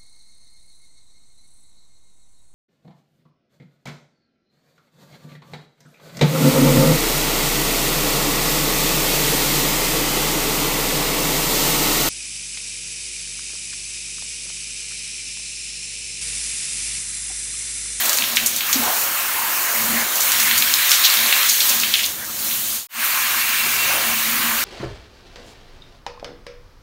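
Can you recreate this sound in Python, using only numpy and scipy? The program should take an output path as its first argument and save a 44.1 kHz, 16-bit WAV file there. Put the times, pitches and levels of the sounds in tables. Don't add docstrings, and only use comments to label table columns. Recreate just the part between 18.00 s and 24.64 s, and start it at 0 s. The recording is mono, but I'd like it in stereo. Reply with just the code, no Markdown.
import sys
import numpy as np
from scipy import signal
from scipy.fft import rfft, irfft
from scipy.io import wavfile
from scipy.ndimage import uniform_filter1d

SR = 44100
rng = np.random.default_rng(int(sys.argv[2]) if len(sys.argv) > 2 else 0)


def gain_from_db(level_db):
    decades = np.asarray(level_db, float) / 20
    return 10 ** decades


def wav_record(signal):
    frames = np.transpose(np.atleast_2d(signal))
    bounded = np.clip(frames, -1, 1)
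    quanta = np.round(bounded * 32767).astype(np.int16)
    wavfile.write(sys.argv[1], SR, quanta)


N = 292824

CUT_S = 4.875
FADE_OUT_S, FADE_IN_S = (4.755, 4.869), (4.885, 5.045)
# f/Hz, density/dB per Hz
SHARED_COLOUR = [(200, -39), (400, -25), (700, -12.5), (1100, -3.5), (1700, -1), (4300, 0.5), (4950, -3.5),
                 (6600, 0), (7700, -3.5), (9700, -2), (10450, -6), (11200, -2), (15600, 0.5), (22000, 7)]


def spray():
    # f/Hz, level/dB
    close_colour = [(500, 0.5), (900, 2), (2000, 1.5), (2950, 1.5), (3300, -2), (4300, 0), (5000, 1),
                    (7000, 1)]
    # f/Hz, level/dB
    unevenness = [(400, 1.05), (2000, 0.96), (5000, 1.33), (12000, 1.2)]
    spray_db, gust_db, drops_db = -0.64, 0.3, -17
    hz, t, z = signal.stft(rng.standard_normal(N), SR, nperseg=512, noverlap=384)
    patches = blotches(z.shape, 8, 24) + 0.8 * blotches(z.shape, 3, 8)
    head_close = (t > CUT_S) | (abs(t - 1.5) < 0.55)
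    gusts = evened(uniform_filter1d(rng.standard_normal(len(t)), size=24))
    field_db = read(SHARED_COLOUR, hz)[:, None] + water_db(hz[:, None], t) + spray_db
    field_db = field_db + read(close_colour, hz)[:, None] * head_close
    field_db = field_db + read(unevenness, hz)[:, None] * patches + gust_db * gusts
    jets = signal.istft(z * gain_from_db(field_db), SR, nperseg=512, noverlap=384)[1][:N]
    spatter_db = water_db(5000, np.arange(N) / SR) - 8
    return jets + gain_from_db(spatter_db + drops_db) * drops()


def water_db(hz, t):
    # t/s, level/dB
    nozzle = [(0.0, -15), (0.24, -19), (0.32, -21.5), (0.64, -20.5), (0.72, -16), (1.02, -16), (1.08, -19),
              (1.92, -16.5), (2.08, -18), (2.24, -14), (3.6, -14), (3.68, -12), (4.0, -21.5), (4.24, -28.5),
              (4.48, -17), (4.76, -21), (5.05, -17.5), (6.64, -17.5)]
    # t/s, level/dB, pitch/octaves above 1 kHz
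    strike = [(0.0, -17.5, 1.5), (0.56, -22, 2), (0.72, -15, 0.19), (0.96, -23.5, 0.9), (1.2, -15.5, 0.17),
              (1.84, -19, 0.3), (2.0, -18.5, 1.2), (2.16, -21.5, 0.26), (2.32, -13.5, 0.78),
              (3.44, -11, 0.88), (3.52, -15, 2.16), (3.84, -18.5, 1.3), (4.0, -16.5, 2.2),
              (4.16, -29.5, 3.0), (4.76, -19, 3.2), (5.05, -12.5, 0.45), (5.95, -15, 0.96),
              (6.64, -15.5, 0.59)]
    # t/s, level/dB
    gurgle = [(0.0, -15), (0.08, -12), (0.64, -23.5), (0.88, -7.5), (1.2, -20), (1.84, -13), (2.15, -13),
              (2.75, -23), (3.36, -14), (3.55, -25), (3.7, -13.5), (3.95, -23), (5.35, -26), (5.5, -31),
              (5.95, -9.5), (6.25, -23), (6.64, -17)]
    octave = np.log2(np.maximum(hz, 500) / 1000)
    (hiss_db,) = along(nozzle, t)
    strike_db, pitch = along(strike, t)
    (gurgle_db,) = along(gurgle, t)
    hiss_db = hiss_db + 2.5 * (octave - 3.5)
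    strike_db = strike_db - 3 * (octave - pitch) ** 2
    gurgle_db = gurgle_db - 9.5 * octave
    return 10 * np.log10(gain_from_db(2 * hiss_db) + gain_from_db(2 * strike_db) + gain_from_db(2 * gurgle_db))


def along(table, t):
    held = np.where(t < CUT_S, np.minimum(t, FADE_OUT_S[0]), np.maximum(t, FADE_IN_S[1]))
    times, *columns = np.transpose(table)
    return [np.interp(held, times, column) for column in columns]


def drops():
    drops_per_s, spread_db = 700, 3.5
    size = gain_from_db(spread_db * np.minimum(rng.exponential(1, N), 5))
    size = size * (rng.random(N) < drops_per_s / SR)
    kind = rng.integers(0, 16, N)
    t, out = np.arange(1024) / SR, np.zeros(N)
    for k, hz in enumerate(np.geomspace(900, 14000, num=16)):
        cycles = hz * t
        ring_cycles = (2.4, 9.0)[k % 2]
        blip = np.sin(2 * np.pi * (cycles + 0.0036 * cycles ** 2)) * np.exp(-cycles / ring_cycles)
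        out += signal.oaconvolve(size * (kind == k), blip / np.linalg.norm(blip))[:N]
    return evened(out)


def run_off():
    # t/s, peak
    # level/dB, centre f/Hz, splash level after it/dB
    impacts = [(0.0544, -9, 7200, -12), (0.0938, -1, 5800, -17), (0.1184, -14, 5530, -16),
               (0.13, -4, 6240, -13), (0.1718, -4.5, 7430, -14), (0.1853, -5.5, 3540, -17),
               (0.2085, -12, 2630, -25), (0.222, -4, 2900, -20), (0.239, -7, 2850, -18),
               (0.356, -7.5, 6350, -9), (0.369, 0.5, 2500, -20), (0.4603, -0.5, 7500, -10),
               (0.5423, -13, 3800, -23), (0.5622, -4, 6300, -14), (0.607, -8.5, 2900, -22),
               (0.7118, -21, 8500, -15), (0.7283, -1, 5070, -14), (0.835, -12, 5950, -16),
               (3.9387, 1, 2900, -11.5), (3.9899, -10.5, 2590, -10), (4.032, -8.5, 3600, -12),
               (4.053, -6, 13000, -17), (4.061, -6, 6490, -20), (4.0906, -13, 6530, -13),
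               (4.195, -19, 14000, -16), (4.249, -17, 6300, -16), (4.5076, -23.5, 2700, -1),
               (5.045, -7, 13000, -11), (6.012, -19, 2800, -6),
               (2.1555, -6, 6900, -11), (2.2044, -5, 6100, -9), (2.3185, -2.5, 6370, -18),
               (2.3994, -3, 5880, -12), (2.5112, -4, 2400, -20), (2.5762, -5.5, 6740, -12),
               (2.6227, 0.5, 3560, -23), (2.7381, 3, 4470, -24), (2.8938, 1, 5950, -24),
               (2.9077, -5, 6200, -6), (2.916, 3, 3800, -16), (2.939, -4, 5310, -9), (3.0382, -4, 3900, -8),
               (3.048, -3, 4200, -8), (3.0995, -3.5, 4500, -18), (3.139, -7, 5030, -20),
               (3.17, -5, 4530, -14), (3.1892, -9, 3900, -13), (3.262, -5, 3420, -21),
               (3.3253, 1.5, 2680, -18), (3.43, -5, 3600, -28), (3.4894, -8.5, 6080, -5),
               (3.6042, -2.5, 4300, -12), (3.69, -9, 5930, -2), (3.7444, -9, 6000, -13),
               (3.7988, -4, 5620, -11.5), (3.8336, -5.5, 2800, -13)]
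    out = np.zeros(N)
    for s, *blow in impacts:
        add(out, s + 0.00054, slap(*blow))
    return coloured(out, SHARED_COLOUR)


def slap(db, hz, splash_db):
    crack_t60, splash_t60 = 0.0077, 0.17
    crack_rise, splash_rise = 0.00061, 0.0046
    clump_db = 2.4
    t = np.arange(SR // 6) / SR
    treble_db = -15 + 2 * np.log2(hz / 3000)
    noise, sputter = rng.standard_normal((2, len(t)))
    colour = evened(resonate(noise, hz, 1.09 * hz))
    colour = colour + gain_from_db(treble_db) * evened(resonate(noise, 11500, 5000))
    colour = signal.sosfilt(signal.butter(3, 0.65 * hz, "high", fs=SR, output="sos"), colour)
    crack = gain_from_db(-60 * t / crack_t60) * np.minimum(t / crack_rise, 1)
    clumps = gain_from_db(clump_db * evened(uniform_filter1d(sputter, size=90)))
    tail = gain_from_db(splash_db - 60 * t / splash_t60) * clumps
    tail = tail * np.minimum(t / splash_rise, 1) * (1 - t / t[-1])
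    return gain_from_db(db) * colour * (crack + tail) / abs(colour * crack).max()


def squelches():
    # t of the peak/s, rms level/dB, centre f/Hz, width/Hz, length/s
    squeezes = [(0.702, -30, 1210, 150, 0.017), (0.875, -27.5, 800, 350, 0.11), (1.419, -30, 980, 300, .14),
                (1.76, -31, 2140, 600, 0.085), (2.48, -25.5, 2160, 500, 0.11), (6.47, -32, 1110, 400, 0.15),
                (1.989, -24.5, 1940, 700, 0.076), (4.226, -34.5, 1690, 500, 0.07),
                (4.295, -38, 1200, 150, 0.025), (5.665, -36, 380, 200, 0.022),
                (5.969, -30.5, 1030, 700, 0.077)]
    out = np.zeros(N)
    for s, db, hz, width, length in squeezes:
        count = round(2 * length * SR)
        noise = rng.standard_normal(count)
        add(out, s - length, gain_from_db(db) * evened(resonate(noise, hz, width)) * np.hanning(count))
    return out


def pocket():
    # t/s, level/dB
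    whistle = [(4.9, -43), (5.2, -39), (5.5, -34), (5.8, -29.5), (6.15, -34), (6.3, -55), (6.64, -58)]
    # f/Hz, width/Hz, level/dB
    cavity = [
        (2347, 160, -1.5),
        (2720, 68, -0.077),
    ]
    t, noise = np.arange(N) / SR, rng.standard_normal(N)
    wander = uniform_filter1d(uniform_filter1d(rng.standard_normal(N), size=1500), size=1500)
    throb = gain_from_db(evened(wander))
    modes = sum(gain_from_db(db) * evened(resonate(noise, hz, width)) for hz, width, db in cavity)
    times, level_db = np.transpose(whistle)
    return gain_from_db(np.interp(t, times, level_db, left=-90)) * throb * modes


def tub():
    # middle t/s, length/s, hum level/dB, rumble level/dB
    swells = [(0.0, 0.36, -47, -72), (0.224, 0.15, -43, -52), (0.435, 0.46, -47.5, -49.5),
              (0.79, 0.32, -48, -48), (1.003, .3, -70, -61), (1.5, 0.32, -58, -62),
              (1.913, 0.41, -34, -43.5), (2.543, 0.77, -47, -49.5), (3.228, .2, -41.5, -55),
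              (3.52, 0.061, -54, -69), (3.815, 0.36, -42, -49), (4.295, 1, -58, -52),
              (4.65, 0.58, -53, -57), (4.988, 0.13, -44, -61), (5.45, 0.86, -58, -56),
              (5.69, 0.27, -54, -50), (5.94, 0.61, -67, -48), (6.133, 0.24, -39.5, -50),
              (6.283, .15, -57, -52), (6.43, 0.55, -36.5, -46)]
    # t/s, level/dB, f/Hz, T60/s
    knocks = [
        (0.204, -29, 237, 0.13),
        (0.753, -14, 260, 0.073),
        (0.79, -22, 233.4, 0.21),
    ]
    # f/Hz, density/dB per Hz
    rumble_colour = [(20, -30), (40, -35), (60, 2.5), (100, -2), (170, 0), (230, 1.5), (300, -4.5),
                     (420, -7), (600, -10), (1000, -60)]
    rumble_db, drain_db = -1, -56.5
    hum_steady = 0.3
    hum, roll = np.full(N, gain_from_db(-60)), np.full(N, gain_from_db(-54.5))
    for s, length, swell_hum_db, swell_rumble_db in swells:
        arch = np.cos(np.pi * np.clip((np.arange(N) / SR - s) / length, -0.5, 0.5)) ** 2
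        hum += gain_from_db(swell_hum_db) * arch
        roll += gain_from_db(swell_rumble_db) * arch
    mode = resonate(rng.standard_normal(N), 229, 20)
    flutter = uniform_filter1d(abs(mode), size=400) + 1e-9
    out = hum * evened(mode / flutter ** hum_steady)
    t = np.arange(SR // 4) / SR
    for s, db, hz, t60 in knocks:
        onset = np.minimum(t / 0.0083, 1) ** 2
        add(out, s, gain_from_db(db - 60 * t / t60) * np.sin(2 * np.pi * hz * t) * onset)
    rumble = evened(coloured(rng.standard_normal(N), rumble_colour))
    drain = evened(resonate(rng.standard_normal(N), 513, 630))
    return out + gain_from_db(rumble_db) * roll * rumble + gain_from_db(drain_db) * drain


def bathroom(x):
    # f/Hz, T60/s
    reverberation = [(200, 0.87), (1000, 0.56), (4000, 0.53), (12000, 0.44)]
    taps = np.zeros(SR)
    at = np.arange(200, SR - 20, 20)
    taps[at + rng.integers(0, 20, len(at))] = rng.choice([-1., 1.], len(at))
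    hz, t, z = signal.stft(taps, SR, nperseg=256)
    decay = gain_from_db(-60 * t / read(reverberation, hz)[:, None])
    tail = signal.istft(z * decay, SR, nperseg=256)[1]
    return signal.fftconvolve(x, tail / np.linalg.norm(tail))[:N]


def ringing(x):
    # f/Hz, width/Hz, level/dB
    basin = [(60.7, 8.6, -5), (73, 8.8, -4), (138, 12, -3), (204, 12, -10.5), (269, 11, 1.5),
             (327.4, 25, 6.5), (407.5, 8.1, 2), (545.8, 7.8, 5), (620, 16, -2.5), (715, 25, -4.5),
             (932, 8.3, -7), (1057, 8.3, -0.5), (1624, 12, -6), (2206, 30, -8)]
    hz = np.fft.rfftfreq(2 ** 19, 1 / SR)
    gain = 1 + sum(gain_from_db(db) / (1 + 2j * (hz - f) / width) for f, width, db in basin)
    return irfft(rfft(x, 2 ** 19) * gain)[:len(x)]


def evened(x):
    return x / np.sqrt(np.mean(x ** 2) + 1e-20)


def read(points, hz):
    f, value = np.transpose(points)
    return np.interp(np.log(hz + 1), np.log(f + 1), value)


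def coloured(x, spectrum):
    hz = np.fft.rfftfreq(2 ** 19, 1 / SR)
    return irfft(rfft(x, 2 ** 19) * gain_from_db(read(spectrum, hz)))[:len(x)]


def resonate(x, hz, width):
    turn = np.exp(2j * np.pi * hz * np.arange(len(x)) / SR)
    r = np.exp(-np.pi * width / SR)
    once = signal.lfilter([1 - r], [1, -r], x / turn)
    return 2 * (turn * signal.lfilter([1 - r], [1, -r], once)).real


def blotches(shape, bins, frames):
    field = rng.standard_normal(shape)
    return evened(uniform_filter1d(uniform_filter1d(field, bins, axis=0), frames, axis=1))


def add(mix, s, sound):
    part = mix[round(s * SR):][:len(sound)]
    part += sound[:len(part)]


def fader():
    floor = 0.12
    t = np.arange(N) / SR
    down = np.interp(t, FADE_OUT_S, (1, 0)) ** 1.37
    up = np.interp(t, FADE_IN_S, (0, 1)) ** 1.52
    return (floor + (1 - floor) * down) * (t < FADE_OUT_S[1]) + up


def scattered_treble(mid):
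    patch_times = [.853, .955, 1.051, 1.463, 1.533, 1.556, 1.649, 1.811, 1.933, 2.65, 2.807, 2.975, 3.024,
                   3.779, 4.464, 4.592, 5.268, 5.291, 5.808, 6.15, 6.173, 6.24]
    band_edges = [4200, 5200, 5700, 6900, 8300, 9700, 11000, 12400, 13800, 14500, 15850]
    side_db, share = -4, 0.3
    side, bins = np.zeros(N), np.arange(1024) + 0.5
    window = signal.windows.kaiser_bessel_derived(2048, 4 * np.pi)
    tones = np.cos(np.pi / 1024 * np.outer(np.arange(2048) + 512.5, bins)) / np.sqrt(512)
    tones = window[:, None] * tones
    band = np.searchsorted(band_edges, bins * SR / 2048)
    for s in patch_times:
        start = 35 + 1024 * round((s * SR - 35) / 1024 - 1)
        lost = np.r_[0, rng.random(len(band_edges) - 1) < share, 0][band]
        level = np.sqrt(uniform_filter1d((mid[start:start + 2048] @ tones) ** 2, size=20))
        noise = gain_from_db(side_db) * level * lost * rng.standard_normal(1024)
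        add(side, start / SR, tones @ noise)
    return side


def scene():
    room_db = -10
    near = run_off() + squelches()
    mono = ringing(spray() + tub()) + pocket() + near + gain_from_db(room_db) * bathroom(near)
    return np.array([mono, mono])


def roll_off(x):
    return signal.sosfilt(signal.butter(12, 15850, fs=SR, output="sos"), x)


def record(dry):
    low_cut = signal.butter(2, 30, "high", fs=SR, output="sos")
    faded = signal.sosfilt(low_cut, dry[0] * fader())
    high_cut = signal.firwin(1023, 15760, window=("kaiser", 10), fs=SR)
    mid = signal.oaconvolve(faded, high_cut, "same")
    side = scattered_treble(mid)
    both = np.clip([mid + side, mid - side], -1, 1)
    return roll_off(both)


dry = scene()
out = record(dry)
wav_record(out)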